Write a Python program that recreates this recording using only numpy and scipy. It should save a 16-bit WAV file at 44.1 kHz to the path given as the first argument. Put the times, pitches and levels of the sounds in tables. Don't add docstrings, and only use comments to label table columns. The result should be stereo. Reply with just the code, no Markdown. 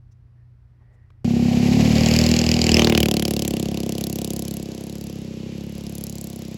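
import sys
import numpy as np
from scipy import signal
from scipy.fft import rfft, irfft, next_fast_len
from scipy.io import wavfile
from scipy.ndimage import map_coordinates

SR = 44100
rng = np.random.default_rng(int(sys.argv[2]) if len(sys.argv) > 2 else 0)


def unload_audio(sound):
    columns = np.transpose(np.atleast_2d(sound))
    steps = np.round(np.clip(columns, -1, 1) * 32767)
    wavfile.write(sys.argv[1], SR, steps.astype(np.int16))


N = 289737
TIME = np.arange(N) / SR
KART_START_S = 1.2455
PASS_S, TURN_S = 2.87, 0.092
NEAR_M = 2
CRUISE_HZ = 35.13
TREBLE_LAG_MS = (0.416, -0.021)

# time in seconds, firings per second.
FIRING_RATE = [(1.246, 33.56), (1.62, 34.52), (1.78, 36.73), (2.08, 38.35), (2.18, 39.84), (2.58, 39.77),
               (2.89, 38.61), (3.01, 36.93), (3.24, 35.43), (3.44, 35.44), (3.55, 32.99), (3.7, 34.6),
               (3.86, 33.26), (4.01, 34.41), (4.11, 33.8), (4.57, 34.23), (4.74, 32.69), (4.97, 35.31),
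               (5.35, 32.11), (5.64, 34.99), (6.15, 34.65), (6.57, 32.05)]
# time in seconds, distance in metres.
KART_DISTANCE = [(1.25, 7.8), (1.95, 4.06), (2.55, 3.81), (2.8, 1.94), (2.97, 2.18), (3.25, 4.26),
                 (4.4, 9.47), (5.05, 15.6), (6.57, 22.3)]


def from_db(db):
    return 10 ** (np.asarray(db) / 20)


def rms_one(x):
    return x / np.sqrt(np.mean(x ** 2) + 1e-20)


def in_time(rows):
    s, *columns = np.transpose(rows)
    return [np.interp(TIME, s, c) for c in columns]


def panned(db):
    return from_db(np.array([[1], [-1]]) * db / 2)


def drift(rate):
    points = rng.standard_normal(int(N / SR * rate) + 2)
    return rms_one(np.interp(TIME * rate, np.arange(len(points)), points))


def noise(colour, alike, low_hz=20, high_hz=17000):
    size = next_fast_len(N)
    hz = np.arange(size // 2 + 1) * SR / size + 1e-3
    points, alike = np.array(colour), np.clip(alike, 0, 1)
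    gain = from_db(np.interp(np.log(hz), np.log(points[:, 0]), points[:, 1]))
    gain = gain / np.sqrt((1 + (low_hz / hz) ** 12) * (1 + (hz / high_hz) ** 12))
    mid, side = irfft(rfft(rng.standard_normal((2, size))) * gain, size)[:, :N]
    return rms_one(np.sqrt(1 + alike) * mid + np.sqrt(1 - alike) * np.array([side, -side]))


def ring(x, hz, width_hz):
    radius = np.exp(-np.pi * width_hz / SR)
    angle = 2 * np.pi * hz / SR
    feedback = [1, -2 * radius * np.cos(angle), radius * radius]
    return signal.lfilter([0, np.sin(angle)], feedback, x + 1e-18)


def swell(s, db, hz, width_hz, length_s):
    envelope = np.exp(-((TIME - s) / length_s) ** 2)
    return from_db(db) * envelope * rms_one(ring(rng.standard_normal(N), hz, width_hz))


def passing(front, behind, turn_s=TURN_S):
    return front + (behind - front) * (1 + np.tanh((TIME - PASS_S) / turn_s)) / 2


def carried(near_db, front_db, loss_db):
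    doublings = np.log2(in_time(KART_DISTANCE)[0] / NEAR_M)
    return from_db(near_db + passing(front_db, 0) - loss_db * doublings)


def behind_bale():
    centre_s, half_s = 5.418, 0.28
    return np.exp(-((TIME - centre_s) / half_s) ** 2)


def late_left(left, right, lag_ms):
    lag = passing(*lag_ms) * SR / 1000
    n = np.arange(N)
    late = map_coordinates(left, [n - lag / 2], order=3)
    early = map_coordinates(right, [n + lag / 2], order=3)
    return np.array([late, early])


def yard():
    # frequency in Hz, relative spectral level in dB.
    air_colour = [(15, -55), (25, -33), (48, -0.5), (128, -15.5), (176, -24), (415, -36), (450, -39),
                  (1000, -43), (1860, -46), (3350, -56.5), (5570, -58.5), (6540, -65), (15000, -69)]
    # frequency in Hz, mean level in dB before panning.
    hum_tones = [(59.5, -62), (90, -55.5), (120.4, -52)]
    # centre time in seconds, level in dB before panning,
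    # resonance in Hz, its width in Hz, length in seconds.
    small_ticks = [(0.123, -67, 5800, 700, .008), (1.105, -52, 1000, 2220, 0.0024)]
    faint_rustles = [(0.4, -79, 1800, 140, .06), (0.82, -64, 800, 700, .013), (0.94, -66, 520, 310, .06),
                     (0.945, -79, 7300, 2500, .015), (0.96, -72, 1910, 110, .19)]
    air = from_db(-50.5) * noise(air_colour, 0.44, high_hz=15000)
    low = signal.sosfilt(signal.butter(2, 110, fs=SR, output="sos"), air)
    gust = from_db(2.3 * drift(11.2) - 10.0)
    out = air + low * (gust - 1)
    for hz, db in hum_tones:
        level = from_db(db + 1.7 * drift(6.0))
        out = out + level * np.sqrt(2) * np.sin(2 * np.pi * hz * TIME + drift(5.8) / 10)
    for row in list(small_ticks) + list(faint_rustles):
        out = out + swell(*row)
    return out * panned(3.0)


def distant_rush():
    return swell(5.55, -54.5, hz=2850, width_hz=600, length_s=.5)


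def running_gear():
    # time in seconds, level in dB.
    gear_level = [(1.25, -39.5), (1.85, -27.5), (2.2, -27.5), (2.5, -32), (2.8, -29.5), (3.1, -46.5),
                  (3.6, -43.5), (4.8, -47), (6.57, -47.5)]
    # frequency in Hz, relative spectral level in dB.
    clatter_colour = [(500, 4), (900, -6.5), (1350, -14.5), (1900, -11), (2400, -7), (2900, -7.5),
                      (3700, -10.5)]
    hiss_colour = [(3700, -2.5), (4700, -2.5), (7000, -6.5), (8200, -13.5), (9000, -36), (11300, -10),
                   (13300, -32), (15300, -20)]
    rumble_colour = [(15, -23), (38, -26), (70, -2), (150, -28)]
    clatter_view_db, hiss_view_db = (3.5, 2), (-3, -3)
    clatter_loss_db = 1.35
    wake_s, wake_length_s, wake_db = 2.91, 0.055, -30

    level_db, flutter = in_time(gear_level)[0], drift(90)
    doublings = np.log2(in_time(KART_DISTANCE)[0] / NEAR_M)
    clatter_db = level_db + passing(*clatter_view_db) - clatter_loss_db * doublings
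    clatter = from_db(clatter_db + 1.6 * flutter) * noise(clatter_colour, 0.48, low_hz=464, high_hz=3470)
    hiss_db = level_db + passing(*hiss_view_db)
    hiss = from_db(hiss_db + 0.95 * flutter) * noise(hiss_colour, 0.13, low_hz=3410)
    wake = from_db(wake_db) * np.exp(-((TIME - wake_s) / wake_length_s) ** 2)
    rumble_gain = carried(near_db=-33, front_db=5.7, loss_db=11) + wake
    rumble = rumble_gain * from_db(drift(22)) * noise(rumble_colour, 0.4, low_hz=11, high_hz=225)
    return late_left(*(clatter + hiss), TREBLE_LAG_MS) + rumble * panned(2.5)


def firings():
    cycles = np.cumsum(in_time(FIRING_RATE)[0] * (TIME > KART_START_S)) / SR
    return np.flatnonzero(np.diff(np.ceil(cycles)) > 0)


def clicks(at, spread_db):
    out = np.zeros(N)
    out[at] = from_db(spread_db * np.clip(rng.standard_normal(len(at)), -2, 2))
    return out


def burst(push, rise_s, fall_s, tail_s, tail_db):
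    lead = SR // 200
    t = np.arange(-lead, 5 * lead) / SR
    after = np.maximum(t, 0)
    fall = np.exp(-after / fall_s) + from_db(tail_db) * np.exp(-after / tail_s)
    shape = np.exp(np.minimum(t, 0) / rise_s) * fall
    return rms_one(signal.fftconvolve(push, shape)[lead:lead + N])


def gas_crack(at):
    # time in seconds, level in dB.
    snap = [(1.25, -40), (1.85, -19.5), (2.1, 2.5), (2.42, 0), (2.75, -2), (3.05, -1), (3.38, 2),
            (3.72, -4), (4.1, 3.5), (4.5, 3), (4.7, -4.5), (5.0, 0.5), (5.8, 0.5), (6.25, 4), (6.57, -5.5)]
    # frequency in Hz, relative spectral level in dB.
    crack_colour = [(700, 5), (1300, 2), (2000, 6), (2900, 18), (3900, 6.5), (5000, 5.5), (7500, -2),
                    (9000, -23), (11300, -5), (13300, -24), (15300, -9.5)]
    # low edge in Hz, high edge in Hz.
    crack_bands = [(800, 2600), (2600, 4200), (4200, 8500), (8500, 17000)]
    # near level in dB, extra dB from the front, dB lost per doubling
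    # of distance, share of the snap (factor), left-right difference in dB from behind.
    crack_carry = [(-24, 6, 17.5, 0.31, 5), (-25, -1, 13, 0.41, 11.5), (-27.5, 9.5, 8, 0.73, 4),
                   (-27.5, -10, 5.5, 1.42, 0)]
    snap_db = in_time(snap)[0] - 15.5 * behind_bale()
    push, out = clicks(at, 0.89), 0
    for (low, high), (near_db, front_db, loss_db, share, side_db) in zip(crack_bands, crack_carry):
        band_push = push * clicks(at, 2.3)
        gate = burst(band_push, rise_s=0.00054, fall_s=0.00036, tail_s=0.0029, tail_db=-1.5)
        gain = carried(near_db, front_db, loss_db) * from_db(share * snap_db)
        gas = noise(crack_colour, .96, low, high)
        out = out + gain * gate * gas * panned(passing(0, side_db))
    return late_left(*out, TREBLE_LAG_MS)


def exhaust(at, modes, low_hz, high_hz, burn_db, mode_db):
    doppler = passing(1.024, 0.95, turn_s=0.67)
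    pitch = doppler + 0.0058 * (in_time(FIRING_RATE)[0] - CRUISE_HZ)
    clock = np.cumsum(pitch)
    fired = np.minimum(clock[at], N - 1).astype(int)
    push = clicks(fired, burn_db)
    rings = 0
    for k, (hz, width_hz, db) in enumerate(modes):
        mode_push = push * clicks(fired, mode_db)
        rings = rings + (-1) ** k * from_db(db) * ring(mode_push, hz, width_hz)
    rings = signal.sosfilt(signal.butter(2, [low_hz, high_hz], "band", fs=SR, output="sos"), rings)
    return rms_one(np.interp(clock, np.arange(N), rings))


def exhaust_boom(at):
    # time in seconds, level in dB.
    boom_level = [(1.27, -16.5), (1.81, -12.5), (2.3, -15), (2.39, -18.5), (2.84, -17.5), (3.2, -24.5),
                  (4.51, -30.5), (4.73, -34.5), (5.52, -32.5), (6.55, -34.5)]
    # resonance in Hz, width in Hz, relative height in dB.
    boom_modes = [(77, 14.8, -15.5), (147.3, 69.7, 1), (220.7, 75.4, 4.5), (249.44, 32.7, -3)]
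    drone_hz, drone_width_hz = 249.6, 40
    pipe = exhaust(at, boom_modes, low_hz=26.1, high_hz=930, burn_db=0.57, mode_db=0.81)
    boom = -from_db(in_time(boom_level)[0]) * pipe
    drone = passing(0.18 * in_time(KART_DISTANCE)[0], 0.082)
    muffler = signal.lfilter(*signal.iirpeak(drone_hz, drone_hz / drone_width_hz, fs=SR), boom)
    boom = (boom + drone * muffler) / (1 + 0.24 * drone)
    return late_left(*(boom * panned(passing(3, 2))), (1.18, -0.029))


def growl_heard(growl, lag_ms):
    echo_s = .012 + .0025 * in_time(KART_DISTANCE)[0]
    growl = growl + from_db(passing(-12, -16)) * np.interp(TIME - echo_s, TIME, growl)
    lug = from_db(.5 * (CRUISE_HZ - in_time(FIRING_RATE)[0]))
    return late_left(*(lug * growl * panned(passing(-4, 3.5))), lag_ms)


def exhaust_note(at):
    # frequency in Hz, width in Hz, relative height in dB.
    bark_modes = [(344.2, 73.6, 1.5), (432.4, 17, -16), (430.3, 68, -4.5), (593.4, 36.4, -14.5)]
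    rasp_modes = [(725, 60, 0), (800, 110, -4), (930, 110, -12), (1150, 130, -15)]
    boom = exhaust_boom(at)
    bark = exhaust(at, bark_modes, low_hz=154, high_hz=1050, burn_db=1.2, mode_db=-0.5)
    bark = bark * carried(near_db=-19.5, front_db=3.1, loss_db=6.7)
    rasp_db = passing(1.3 * in_time(KART_DISTANCE)[0], 0) - 32 * behind_bale()
    rasp = exhaust(at, rasp_modes, low_hz=493, high_hz=1250, burn_db=1.65, mode_db=1.2)
    rasp = rasp * from_db(rasp_db) * carried(near_db=-32, front_db=3.1, loss_db=7.97)
    return boom + growl_heard(bark, (0.75, -0.039)) + growl_heard(rasp, (0.49, -0.024))


def scene():
    at = firings()
    field = exhaust_note(at) + gas_crack(at) + running_gear() + distant_rush()
    return np.where(TIME < KART_START_S, yard(), field)


def record(dry):
    rounded = dry / (1 + (dry / .9) ** 6) ** (1 / 6)
    return signal.sosfilt(signal.ellip(10, .2, 90, 16500, fs=SR, output="sos"), rounded)


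dry = scene()
out = record(dry)
unload_audio(out)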